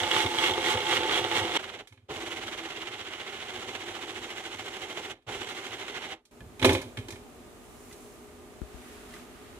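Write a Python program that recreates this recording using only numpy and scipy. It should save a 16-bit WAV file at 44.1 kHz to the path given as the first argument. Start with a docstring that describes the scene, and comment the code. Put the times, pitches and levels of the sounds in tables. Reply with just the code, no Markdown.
"""Small blender on a kitchen counter

Close stereo microphone, the blender a little to the right, over the hum of the room. It is pulsed three
times on soaked flowers. The loud, coarse grinding drops abruptly in level at 1.58 s, and the first pulse
goes on as quieter churning, surging as the vortex falls onto the blades; two more such pulses follow.
The plastic cup is twisted free with a clatter and turned over in the hands; two taps hit the microphone."""
import sys
import numpy as np
from scipy import signal
from scipy.fft import rfft, irfft
from scipy.io import wavfile

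SR = 44100
rng = np.random.default_rng(int(sys.argv[2]) if len(sys.argv) > 2 else 0)


def generate_wav(signal):
    """Clip the signal to [-1, 1] and save it as 16-bit WAV at the path in sys.argv[1]."""
    frames = np.transpose(np.atleast_2d(signal))
    scaled = np.clip(frames, -1, 1) * 32767
    pcm = np.round(scaled).astype(np.int16)
    wavfile.write(sys.argv[1], SR, pcm)


N = 422919
TAPS = 4096
TIME = np.arange(N) / SR
FREQS = np.maximum(np.arange(TAPS // 2 + 1) * SR / TAPS, 1)

# Stretches of churning; the first takes over from the loud grinding in mid-pulse: start_s, switch_off_s
RUNS = [(1.574, 1.85), (2.084, 5.116), (5.264, 6.134)]
# Loudness of the churning: time_s, body_db, rasp_db, fizz_db
PULP = [(1.6, -45.5, -42.5, -56.5), (1.81, -47, -47.5, -64), (1.85, -64, -67, -81),
        (2.09, -44, -40.5, -54.5), (2.2, -42.5, -41.5, -53.5), (2.9, -47, -42, -57), (3.2, -47.5, -43, -58),
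        (3.65, -44, -42, -55), (4.5, -46, -43.5, -55.5), (5.1, -44.5, -42.5, -55), (5.33, -43, -40, -52.5),
        (5.55, -46, -42.5, -54.5), (6.12, -45.5, -42.5, -58)]
# The clump of flowers comes round onto the blades: peak_s, strength_db, rise_s, thump_db
BITES = [(-0.015, -3.5, .058, -37), (0.215, -1, 0.09, -30.5), (0.474, -1.8, 0.095, -34),
         (0.712, 0, 0.062, -31), (0.95, 0, 0.057, -42), (1.174, -2, 0.064, -39), (1.379, -1, 0.04, -34),
         (1.575, 1, 0.023, -57)]
THUMP_LAG_S = 0.0461   # from a bite to its thump
# Plastic knocks of switch, cup and base: start_s, body_db, crack_db, treble_db
KNOCKS = [(1.872, -72, -52, -55.5), (1.923, -57, -54.5, -64), (1.974, -67, -58.5, -79.5),
          (5.109, -51, -45.5, -63), (5.221, -81, -75, -81), (6.252, -74, -67, -60.5),
          (6.405, -51, -56, -67), (6.5943, -42, -38, -48), (6.616, -29, -35, -47),
          (6.6254, -26.5, -22, -38), (6.6445, -14, -15.5, -28), (6.652, -17, -25, -29),
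          (6.675, -32, -36, -47), (6.6915, -23, -20.5, -39), (6.703, -24, -38, -42),
          (6.729, -27.5, -38, -34.5), (6.7489, -27.5, -27.5, -47), (6.778, -40, -44, -55),
          (6.815, -46, -44, -44.5), (6.9714, -39.5, -36.5, -49.5), (6.986, -52, -42, -55),
          (7.083, -41.5, -43.5, -48), (7.104, -52, -44.5, -43.5), (7.122, -43, -47, -50),
          (7.157, -46, -50, -62), (7.925, -52, -57, -51.5), (9.138, -62, -53, -54)]
# Airy swishes as the cup is turned over: peak_s, half_length_s, middle_db, treble_db
SWISHES = [(7.93, 0.22, -67, -61.5), (8.93, 0.18, -56.5, -61.5), (9.159, 0.062, -55.5, -60.5),
           (9.45, .25, -60.5, -68)]
# Broad spectrum of the loud, coarse grinding: frequency_hz, level_db
COARSE_SPECTRUM = [(35, -15), (65, -28), (100, -14.5), (180, -26), (320, -25.5), (600, -20.5),
                   (1200, -12.5), (2600, -19), (3700, -16), (4800, -28), (7800, -32), (11000, -41),
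                   (15000, -49)]
# Broad spectrum of the knocked cup: frequency_hz, level_db
CUP_SPECTRUM = [(35, -14), (65, -20), (100, -7.5), (180, -19), (320, -18), (600, -22), (1200, -22.5),
                (2600, -27), (3700, -21), (4800, -36.5), (7800, -41), (11000, -44.5), (15000, -61)]
# Resonances of the knocked cup: centre_hz, width_hz, lift_db
CUP_MODES = [(263.4, 40, 11.5), (350, 63, 12.5), (388, 27, 5.9), (521, 68, 10.5), (594, 93, 7.1),
             (687, 56, 6.7), (867, 61, 9.7), (1006, 61, 7.7), (1716, 90, 8.9), (2155, 300, 9.9),
             (2440, 200, 11), (3110, 500, 6.7), (4080, 110, 3.044), (6030, 150, 5)]
# Low, middle and treble bands: low_hz, high_hz
BANDS_HZ = [(40, 1100), (1100, 4800), (4800, 20000)]
# The room's air in those bands, and its drop in level while the blender is in use
ROOM_DB, ROOM_FAINT_DB = (-51.5, -61.5, -65), (-23.5, -22, -26.5)


def from_db(db):
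    return np.exp(np.asarray(db) * (np.log(10) / 20))


def unit_rms(x):
    return x / np.sqrt(np.mean(x ** 2) + 1e-20)


def add(out, s, sound):
    """Mix a short sound in at time s."""
    at = max(round(s * SR), 0)
    out[..., at:at + sound.shape[-1]] += sound[..., :N - at]


def in_time(rows):
    """Each column of a curve, joined by straight lines."""
    s, *columns = np.transpose(rows)
    return [np.interp(TIME, s, column) for column in columns]


def over_hz(points):
    """A spectrum joined by straight lines on a log axis."""
    hz, value = np.transpose(points)
    return np.interp(np.log(FREQS), np.log(hz), value)


def causal(gain):
    """Minimum-phase impulse response with the given gain per frequency."""
    cepstrum = irfft(np.log(gain + 1e-6 * gain.max()))
    cepstrum[1:TAPS // 2] *= 2
    cepstrum[TAPS // 2 + 1:] = 0
    return irfft(np.exp(rfft(cepstrum)))


def through(x, response):
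    """Filter along time."""
    return signal.oaconvolve(x, response if x.ndim == 1 else response[None], axes=-1)[..., :N]


def body(spectrum, modes, low, high):
    """Response of a resonant body within one band; it keeps the power of white noise."""
    peaks_db = sum(lift / (1 + (2 * (FREQS - hz) / width) ** 2) for hz, width, lift in modes)
    band = ((1 + (low / FREQS) ** 12) * (1 + (FREQS / high) ** 12)) ** -.5
    response = causal(from_db(over_hz(spectrum) + peaks_db) * band)
    return response / np.linalg.norm(response)


def noise():
    """Two unrelated white noises: the direct sound and the diffuse reflections."""
    return rng.standard_normal((2, N))


def flutter(per_s):
    """Smooth random wavering of rms 1."""
    knots = rng.standard_normal(int(per_s * N / SR) + 2)
    return unit_rms(np.interp(TIME * per_s, np.arange(len(knots)), knots))


def impacts(per_s, spread_db):
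    """Random clicks, many small and a few large; rms 1."""
    sizes = from_db(spread_db * np.minimum(rng.exponential(1, N), 4))
    return unit_rms(sizes * (rng.random(N) < per_s / SR) * rng.choice([-1, 1], (2, N)))


def gritty(clicks, share):
    """Turbulence with a share of its power in clicks."""
    return share ** .5 * clicks + (1 - share) ** .5 * noise()


def snap(decay_s, click_share):
    """A hard contact: one click, then its scatter inside the cup and off the counter."""
    burst = rng.standard_normal((2, TAPS)) * np.exp(-TIME[:TAPS] / decay_s)
    burst /= np.linalg.norm(burst, axis=1, keepdims=True)
    burst[0] *= (1 - click_share) ** .5
    burst[0, 0] += click_share ** .5
    return burst


def in_kitchen(sound, spread, pan, left_lag_samples):
    """Reflections off counter and walls widen the sound on its way to the microphone pair."""
    direct, diffuse = sound
    side = through(diffuse, causal(from_db(over_hz(spread))))
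    tilt = from_db(over_hz(pan))
    left = through(direct + side, causal(2 * tilt / (1 + tilt)))
    right = through(direct - side, causal(2 / (1 + tilt)))
    return np.array([np.pad(left, (left_lag_samples, 0))[:N], right])


def room_gain(db, faint_db, return_s=6.308, short_db=-4.5, settle_s=0.21):
    """The room is faint until the last run is over, then jumps to just short of full and settles."""
    age = TIME - return_s
    back = np.clip(age / 0.0037, 0, 1)
    settling_db = short_db * np.exp(-np.maximum(age, 0) / settle_s)
    return from_db(db + (1 - back) * faint_db + back * settling_db)


def room_air(swish_body_db=1.5):
    """A low hum in the resonances of the kitchen with hiss above it; both swell in each swish."""
    # Broad spectrum of the room tone: frequency_hz, level_db
    spectrum = [(35, 0.5), (100, -10), (170, -15.5), (300, -11), (600, -17), (1200, -19), (2600, -23.5),
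                (4800, -29), (7000, -24), (11000, -27), (15000, -34.5)]
    # Resonances of the kitchen: centre_hz, width_hz, lift_db
    modes = [(246, 33, 11), (362, 36, 8.5), (417.4, 16, 8.7), (462, 21, 6.7), (612, 30, 8.4), (745, 71, 5),
             (1220, 70, 5.8)]
    powers = [room_gain(db, faint_db) ** 2 for db, faint_db in zip(ROOM_DB, ROOM_FAINT_DB)]
    for s, half_s, middle_db, treble_db in SWISHES:
        swell = np.exp(-((TIME - s) / half_s) ** 2)
        band_db = (middle_db + swish_body_db, middle_db, treble_db)
        powers = [power + from_db(db) ** 2 * swell for power, db in zip(powers, band_db)]
    return sum(through(np.sqrt(power) * noise(), body(spectrum, modes, *band))
               for power, band in zip(powers, BANDS_HZ))


def hum_tones(waver_db=2.0, wander_rad=.12):
    """Wavering tones that rise with the hum of the room."""
    # Tones in the hum: pitch_hz, relative_db
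    tones = [(207, -17), (243, -11.5), (414.5, -6.5)]
    out = 0
    for hz, db in tones:
        level = from_db(db + waver_db * flutter(per_s=5.2))
        out += level * np.sin(2 * np.pi * hz * TIME + wander_rad * flutter(per_s=8.6))
    return out * room_gain(ROOM_DB[0], ROOM_FAINT_DB[0])


def housing_taps(contact_s=0.00075, hardness=.8, rock_hz=60, rock_t60=0.12,
                 tick_hz=1400, tick_t60=0.029):
    """A tap on the microphone: push, rebound and tick, then the housing rocks; soft taps are duller."""
    # Taps on the housing: start_s, level_db, left_minus_right_db
    taps = [(8.6169, -26.5, 24), (8.744, -34.5, 18)]
    out, age = np.zeros((2, N)), TIME[:SR // 3]
    push = age / contact_s - 2
    tick = from_db(-13 - 60 * age / tick_t60) * np.sin(2 * np.pi * tick_hz * age)
    contact = from_db(1.5) * push * np.exp((1 - push ** 2) / 2) + tick
    rock = from_db(2 - 60 * age / rock_t60) * np.sin(2 * np.pi * rock_hz * age)
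    hardest_db = max(db for _, db, _ in taps)
    for s, db, pan in taps:
        sharpness = from_db(hardness * (db - hardest_db))
        add(out, s, from_db([[db], [db - pan]]) * (sharpness * contact + rock))
    return out


def counter_bumps(band_hz=(42, 85), top_hz=600):
    """The blender bumps the counter as it starts or is handled: a dull rumble that dies away."""
    # Soft bumps: start_s, level_db, t60_s, left_minus_right_db
    bumps = [(2.095, -55, 0.4, -2), (5.272, -53, 0.54, -2), (6.42, -46, 0.64, -2)]
    envelope, age = np.zeros((2, N)), TIME[:SR]
    for s, db, t60, pan in bumps:
        add(envelope[0], s, from_db(db + pan / 2 - 60 * age / t60))
        add(envelope[1], s, from_db(db - pan / 2 - 60 * age / t60))
    rumble = signal.lfilter(*signal.butter(1, band_hz, "band", fs=SR), rng.standard_normal(N))
    return envelope * unit_rms(signal.lfilter(*signal.butter(2, top_hz, fs=SR), rumble))


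def bubbles(gain_db=2.5, spread_db=1.5, low_hz=1100, high_hz=3600, cycles=45, climb=0.093, count=14):
    """Small bubbles break in the pulp during each swish; each rings briefly and rises in pitch."""
    out, age = np.zeros(N), TIME[:SR // 12]
    for s, half_s, middle_db, _ in SWISHES:
        starts = s + half_s * rng.uniform(-1, 1, count)
        for start, size, pitch in zip(starts, rng.standard_normal(count), rng.random(count)):
            hz = low_hz * (high_hz / low_hz) ** pitch
            life = age * hz / cycles
            fade = from_db(middle_db + gain_db + spread_db * size - 60 * life)
            if start < TIME[-1]:
                add(out, start, fade * np.sin(2 * np.pi * hz * age * (1 + climb * life)))
    return out


def clacks(crack_t60=0.034, gain_db=-3.5, width=.3, ring_db=-5.0):
    """A light tap is a dry crack around one mode of the cup, which rings on briefly."""
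    # The cup in the hands: start_s, level_db, pitch_hz, relative_crack_db
    taps = [(6.4055, -36.5, 1710, -12), (6.9707, -32, 2190, -11), (7.084, -39, 4030, -6),
            (7.132, -38, 1810, -12), (7.9116, -40.5, 2040, -5), (9.1376, -36, 2000, -6.5),
            (9.1644, -39, 1460, -4)]
    out, age = np.zeros(N), TIME[:SR // 4]
    fade = from_db(-60 * age / crack_t60)
    for s, db, hz, crack_db in taps:
        band = signal.butter(1, [hz / (1 + width), hz * (1 + width)], "band", fs=SR)
        crack = unit_rms(signal.lfilter(*band, rng.standard_normal(len(age)))) * fade
        ring = from_db(ring_db) * np.sin(2 * np.pi * hz * age) * fade ** .5
        add(out, s, from_db(db + gain_db) * (from_db(crack_db) * crack + ring))
    return out


def thumps(width_s=0.014, gain_db=-1.5, rock_hz=100, sag_per_s=2.7, overtone_hz=245, lumps_per_s=5):
    """The cup rocks for a few slowing cycles: after each bite, on lumps in the pulp, and when handled."""
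    # The load settles and the cup is twisted free: peak_s, level_db, pitch_hz
    jolts = [(1.928, -47, 104.5), (1.987, -53, 102), (2.039, -52, 101), (2.12, -43, 140),
             (5.29, -38.5, 116), (6.419, -40.5, 104.2), (6.64, -23, 97), (6.688, -22.5, 101),
             (6.725, -26, 96), (6.755, -25, 100), (6.864, -38, 109), (6.993, -28, 110), (7.062, -43, 107),
             (7.137, -38, 96)]
    rows = jolts + [(s + THUMP_LAG_S, thump_db, rock_hz) for s, _, _, thump_db in BITES]
    fizz_db = in_time(PULP)[2]
    vigour_db = fizz_db - np.median(fizz_db[TIME < RUNS[-1][1]])
    for k, (chance, size) in enumerate(zip(rng.random(64), rng.standard_normal(64))):
        s = (k + chance) / lumps_per_s
        if any(start < s < off for start, off in RUNS):
            lump_db = -50 + 1.3 * np.interp(s, TIME, vigour_db) - 0.5 * size
            rows.append((s, lump_db, rock_hz))
    out, age = np.zeros(N), TIME[:SR // 5] - TIME[SR // 10]
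    swell = np.exp(-(age / width_s) ** 2)
    overtone = from_db(-11) * np.sin(2 * np.pi * overtone_hz * age)
    for (s, db, hz), phase in zip(rows, rng.uniform(0, 2 * np.pi, 128)):
        rock = np.sin(2 * np.pi * hz * age * (1 - sag_per_s * age) + phase)
        swing = from_db(db + gain_db) * swell * (rock + overtone)
        add(out, s + age[0], swing[s + age >= 0])
    return out


def hollow_ring(gain_db=-2.5, uneven_db=0.5):
    """Every knock sets the low modes of the cup ringing, each with a strength of its own."""
    # Low modes of cup and base: pitch_hz, level_db, t60_s
    low_modes = [(263, -5, 0.15), (340.4, -7, .34), (388, -6.5, 0.34), (463, -19, .25), (524, -14, 0.3),
                 (858, -9, 0.14), (1042, -14, 0.14)]
    out, age = np.zeros(N), TIME[:SR // 2]
    hz, db, t60 = np.transpose(low_modes)
    rings = from_db(db[:, None] - 60 * age / t60[:, None]) * np.sin(2 * np.pi * hz[:, None] * age)
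    for s, body_db, _, _ in KNOCKS:
        size, polarity = rng.standard_normal((2, len(hz)))
        strengths = from_db(body_db + gain_db + uneven_db * size) * np.sign(polarity)
        add(out, s, strengths @ rings)
    return out


def knocks(attack_s=0.001):
    """Each knock is a short crack and a faint tail in the room; the lows ring longest."""
    # One row a band: gain_db, crack_t60_s, tail_db, tail_t60_s
    decays = [(-2.5, 0.12, -14.5, 0.56), (3.5, 0.04, -15.0, 0.34), (1.5, 0.084, -14, 0.37)]
    age, out = TIME[:SR // 2], 0
    for k, (gain_db, crack_t60, tail_db, tail_t60) in enumerate(decays):
        fade = from_db(-60 * age / crack_t60) ** 2 + from_db(tail_db - 60 * age / tail_t60) ** 2
        fade *= (1 - np.exp(-age / attack_s)) ** 2
        power = np.zeros(N)
        for s, *band_db in KNOCKS:
            add(power, s, from_db(band_db[k] + gain_db) ** 2 * fade)
        out += through(np.sqrt(power + 1e-16) * noise(), body(CUP_SPECTRUM, CUP_MODES, *BANDS_HZ[k]))
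    return out


def catches(gain_db=19.0, lag_s=0.00202):
    """The sharp first contact of each plastic knock."""
    out = np.zeros((2, N))
    for s, _, crack_db, _ in KNOCKS:
        add(out, s + lag_s, from_db(crack_db + gain_db) * snap(decay_s=0.0072, click_share=0.3))
    return through(out, body(CUP_SPECTRUM, CUP_MODES, *BANDS_HZ[1]))


def twist(start_s=6.652, end_s=6.755, band_db=(-30, -43, -45), release_s=0.018):
    """The lugs grind round in their slots: dense slips ring the cup."""
    grip = np.clip((TIME - start_s) / .005, 0, 1) * np.exp(-np.clip(TIME - end_s, 0, 1) / release_s)
    slips = gritty(impacts(per_s=790, spread_db=3.5), share=0.35) * grip
    return sum(from_db(db) * through(slips, body(CUP_SPECTRUM, CUP_MODES, *band))
               for db, band in zip(band_db, BANDS_HZ))


def run_gain(rise_s, coast_db_per_s):
    """Each stretch of churning fades in quickly; at switch-off the pulp brakes the blades."""
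    return sum(np.clip((TIME - start) / rise_s, 0, 1)
               * from_db(-coast_db_per_s * np.clip(TIME - off, 0, .5)) for start, off in RUNS)


def vortex_surge(first_peak_s=0.02):
    """A swing that peaks at each fall of the vortex, begun anew in each stretch of churning."""
    # How often the vortex falls onto the blades: time_s, rate_hz
    surge_rate = [(1.59, 19.77), (1.81, 18.51), (2.1, 16.0), (2.25, 19.28), (2.5, 19.06), (2.64, 15.49),
                  (2.82, 19.58), (2.96, 14.53), (3.1, 15.31), (3.25, 13.68), (3.45, 14.11), (3.6, 15.25),
                  (3.78, 16.05), (3.9, 13.98), (4.1, 14.36), (4.4, 13.43), (4.6, 14.39), (4.75, 12.31),
                  (4.98, 13.78), (5.1, 16.06), (5.28, 16.7), (5.42, 12.6), (5.7, 12.82), (6.12, 13.08)]
    turned = np.cumsum(in_time(surge_rate)[0]) / SR
    cycles = np.zeros(N)
    for start, _ in RUNS:
        cycles = np.where(TIME >= start, turned - np.interp(start + first_peak_s, TIME, turned), cycles)
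    return np.cos(2 * np.pi * cycles)


def drone(width_hz=32, swing_db=1.0):
    """From the second pulse on, the motor drives a resonance that shifts as the pulp climbs the wall."""
    # Hollow resonance of the filled cup: time_s, pitch_hz, level_db
    resonance = [(2.1, 339.5, -49), (2.8, 333, -51), (3.05, 394, -61), (3.45, 388, -56), (3.7, 350.4, -51),
                 (4.3, 339.1, -54.5), (5.05, 364, -53), (5.4, 385.6, -50.5), (6.1, 350, -56.5)]
    hz, db = in_time(resonance)
    sway = signal.sosfilt(signal.butter(2, width_hz / 2, fs=SR, output="sos"), noise())
    phase = 2 * np.pi * np.cumsum(hz) / SR
    tone = unit_rms(sway[0] * np.cos(phase) + sway[1] * np.sin(phase))
    running = run_gain(rise_s=0.013, coast_db_per_s=341) * (TIME > RUNS[1][0])
    return tone * from_db(db + swing_db * vortex_surge()) * running


def hard_bits():
    """Hard bits flung against the cup each make a short, bright crack."""
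    # Hits on the wall: start_s, strength_db
    hits = [(0.003, -7), (0.0332, -0.5), (0.1134, 2), (0.176, -6), (0.2087, -4), (0.263, -3), (0.386, 2.5),
            (0.4394, 2), (0.4614, 0.5), (0.483, -5), (0.51, -3), (0.5364, -7), (0.6075, -16), (0.7726, -8),
            (0.816, -12), (0.868, -7.5), (0.9175, -4), (0.9355, -5), (0.9687, -1), (1.0335, -4),
            (1.1277, -8), (1.165, -7), (1.177, -5), (1.2418, -5), (1.3143, -5), (1.365, -1.5),
            (1.4298, -10), (1.4495, -12), (1.52, -8), (1.5643, 0.5), (1.6435, -11.5)]
    # What a hit rings in the wall: centre_hz, width_hz, lift_db
    wall_modes = [(2153, 220, 13.5), (2940, 140, 15), (3284, 270, 16), (3600, 200, 8)]
    out = np.zeros((2, N))
    for s, db in hits:
        add(out, s, from_db(db) * snap(decay_s=0.0058, click_share=0.46))
    return through(out, body(COARSE_SPECTRUM, wall_modes, BANDS_HZ[1][0], BANDS_HZ[2][1]))


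def slosh(sound, depth_s=0.00047, per_s=11):
    """Sloshing liquid bends the low resonances of the cup up and down."""
    bent = TIME + depth_s * flutter(per_s)
    return np.array([np.interp(bent, TIME, part) for part in sound])


def strokes(per_s, decay_s):
    """Uneven blows of the blades on loose pieces, each a short burst of its own strength; mean 1."""
    blows = (rng.random(N) < per_s / SR) * rng.uniform(.5, 1, N)
    age = TIME[:TAPS] / decay_s
    bursts = through(blows, age * np.exp(-age))
    return bursts / np.mean(bursts)


def blade_load_db(rest_db=-8, fall_s=0.026):
    """Load on the blades: it swells and falls with each bite, over a steady rest."""
    power = from_db(rest_db) ** 2
    for s, db, rise_s, _ in BITES:
        age = TIME - s
        power = power + from_db(db) ** 2 * np.exp(-(age / np.where(age < 0, rise_s, fall_s)) ** 2)
    return 10 * np.log10(power)


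def grinding(drop_s=1.576, grit=0.28, slap_db=3.5, slap_s=0.03, fizz_sag_db_per_s=1.7):
    """Blades tear the flowers and ring the cup: heavy load is brighter, a clump on the wall booms."""
    # Resonances of the cup in the loud grinding: centre_hz, width_hz, lift_db
    modes = [(253, 85, 8), (338.5, 40, 15), (398.4, 104, 15.5), (509.6, 80, 14), (723, 49, 9),
             (781, 55, 6.5), (846, 20, 10), (874.8, 30, 17), (1920, 60, 5.5), (2050, 50, 2.5),
             (2152, 62, 7), (2230, 360, 4.5), (2714, 75, 7.5), (2878, 74, 10.5), (3150, 86, 4.5),
             (3330, 300, 7), (4090, 90, 2.5), (5900, 270, 4.5)]
    load_db, uneven_db = blade_load_db(), 0.9 * flutter(per_s=42)
    clicks = impacts(per_s=1800, spread_db=2.5)
    beat = strokes(per_s=110, decay_s=.0006) - 1
    slaps = sum(np.exp(-((TIME - s - THUMP_LAG_S) / slap_s) ** 2) * from_db(thump_db)
                for s, _, _, thump_db in BITES)
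    boom_db = -31 + 0.4 * load_db + slap_db * slaps / slaps.max()
    drives = [from_db(boom_db + uneven_db) * np.sqrt(1 + 0.3 * beat),
              from_db(-27.5 + load_db + uneven_db) * np.sqrt(1 + 0.22 * beat),
              from_db(-38.5 + 1.04 * load_db - fizz_sag_db_per_s * TIME)]
    boom, rasp, fizz = [through(gritty(clicks, grit) * drive, body(COARSE_SPECTRUM, modes, *band))
                        for drive, band in zip(drives, BANDS_HZ)]
    abrupt_drop = np.clip((drop_s - TIME) / 0.0028, 0, 1)
    return (slosh(boom) + rasp + fizz) * abrupt_drop


def churning(grit=0.21, rattle_db=1.17, body_lag_s=0.0091, settle_s=0.056):
    """Each fall of the vortex onto the blades is a surge of cavitation; the cup's body follows later."""
    # Broad spectrum of the quieter churning: frequency_hz, level_db
    spectrum = [(35, -10), (65, -16), (100, -10.5), (180, -18), (320, -15.5), (600, -14), (1200, -12),
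                (2600, -13.5), (3700, -15), (4800, -25), (7800, -29.5), (11000, -33.5), (15000, -45)]
    # Resonances of the cup in it: centre_hz, width_hz, lift_db
    modes = [(240.5, 68, 6.9), (328, 46, 8.2), (401.4, 91, 12.4), (494, 50, 6.2), (617, 45, 5.6),
             (764, 99, 8.9), (858, 73, 4.7), (1000, 50, 2.6), (1430, 63, 1.4), (2104, 160, 6.4),
             (2915, 260, 4.4), (3260, 280, 4.1), (5700, 250, 5.6), (6260, 291, 5.3), (7260, 1200, 6)]
    # How fully the vortex collapses: time_s, relative_depth
    surge_depth = [(1.6, 0.88), (2.2, 0.88), (2.5, 1.07), (2.9, 0.98), (3.1, 0.61), (3.4, 0.6), (3.7, 0.85),
                   (4.45, 1.3), (5.1, 0.72), (6.1, 1)]
    # A restart in pulp at rest is duller and steadier until the vortex forms.
    fresh = sum((TIME >= start) * np.exp(-((TIME - start) / settle_s) ** 2) for start, _ in RUNS[1:])
    depth = in_time(surge_depth)[0] * (1 + 0.098 * flutter(per_s=13)) * (1 - fresh)
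    surge = depth * vortex_surge()
    late_surge = np.interp(TIME - body_lag_s, TIME, surge)
    clicks = impacts(per_s=3000, spread_db=3.0)
    rattle = unit_rms(from_db(rattle_db * flutter(per_s=220)))
    body_db, rasp_db, fizz_db = in_time(PULP)
    drives = [from_db(body_db + 6 * fresh + 2 * late_surge) * run_gain(rise_s=0.016, coast_db_per_s=352),
              from_db(rasp_db - fresh + 4 * surge) * run_gain(rise_s=0.021, coast_db_per_s=501),
              from_db(fizz_db - fresh + 2.5 * surge) * run_gain(rise_s=0.03, coast_db_per_s=560)]
    return sum(through(gritty(clicks, grit) * rattle * drive, body(spectrum, modes, *band))
               for drive, band in zip(drives, BANDS_HZ))


def scene():
    """Blender and cup stand a little to the right of the microphone, in the air of the kitchen."""
    # Reflected share of the sounds at the counter and of the room tone: frequency_hz, side_to_mid_db
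    counter_spread = [(60, -21), (300, -20), (700, -14.5), (1400, -8.5), (2800, -6), (5500, -1.5),
                      (12000, -1)]
    room_spread = [(60, -7), (130, -4.5), (290, -11), (640, -5.5), (1400, -2), (3000, 0), (12000, -0.5)]
    # Balance of each at the microphone: frequency_hz, left_minus_right_db
    blender_pan = [(60, -3), (100, -1.5), (180, -2), (310, -0.5), (550, -2), (950, -0.5), (1650, -5.5),
                   (2860, -7), (4970, 0.5), (8640, -16.5), (15000, -13)]
    cup_pan = [(60, -4), (150, -1), (380, 0), (950, -1.5), (2380, -6), (5980, -3), (15000, -22)]
    room_pan = [(60, 0), (700, 0), (2400, -3), (4400, 0.5), (8000, -4), (15000, -2)]
    blades = grinding() + hard_bits() + churning()
    blender = in_kitchen(blades, counter_spread, blender_pan, left_lag_samples=3)
    cup = in_kitchen(knocks() + catches() + twist(), counter_spread, cup_pan, left_lag_samples=4)
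    air = in_kitchen(room_air(), room_spread, room_pan, left_lag_samples=0)
    blender += drone()
    cup += (thumps() + clacks() + hollow_ring() + bubbles()) * from_db([[-1], [1]])
    return blender + cup + air + hum_tones() + counter_bumps() + housing_taps()


def record(dry):
    """The deepest bass is rolled off and the top is cut steeply."""
    dry = signal.sosfilt(signal.butter(2, 36, "high", fs=SR, output="sos"), dry)
    return signal.sosfilt(signal.ellip(12, .1, 90, 15550, fs=SR, output="sos"), dry)


dry = scene()
out = record(dry)
generate_wav(out)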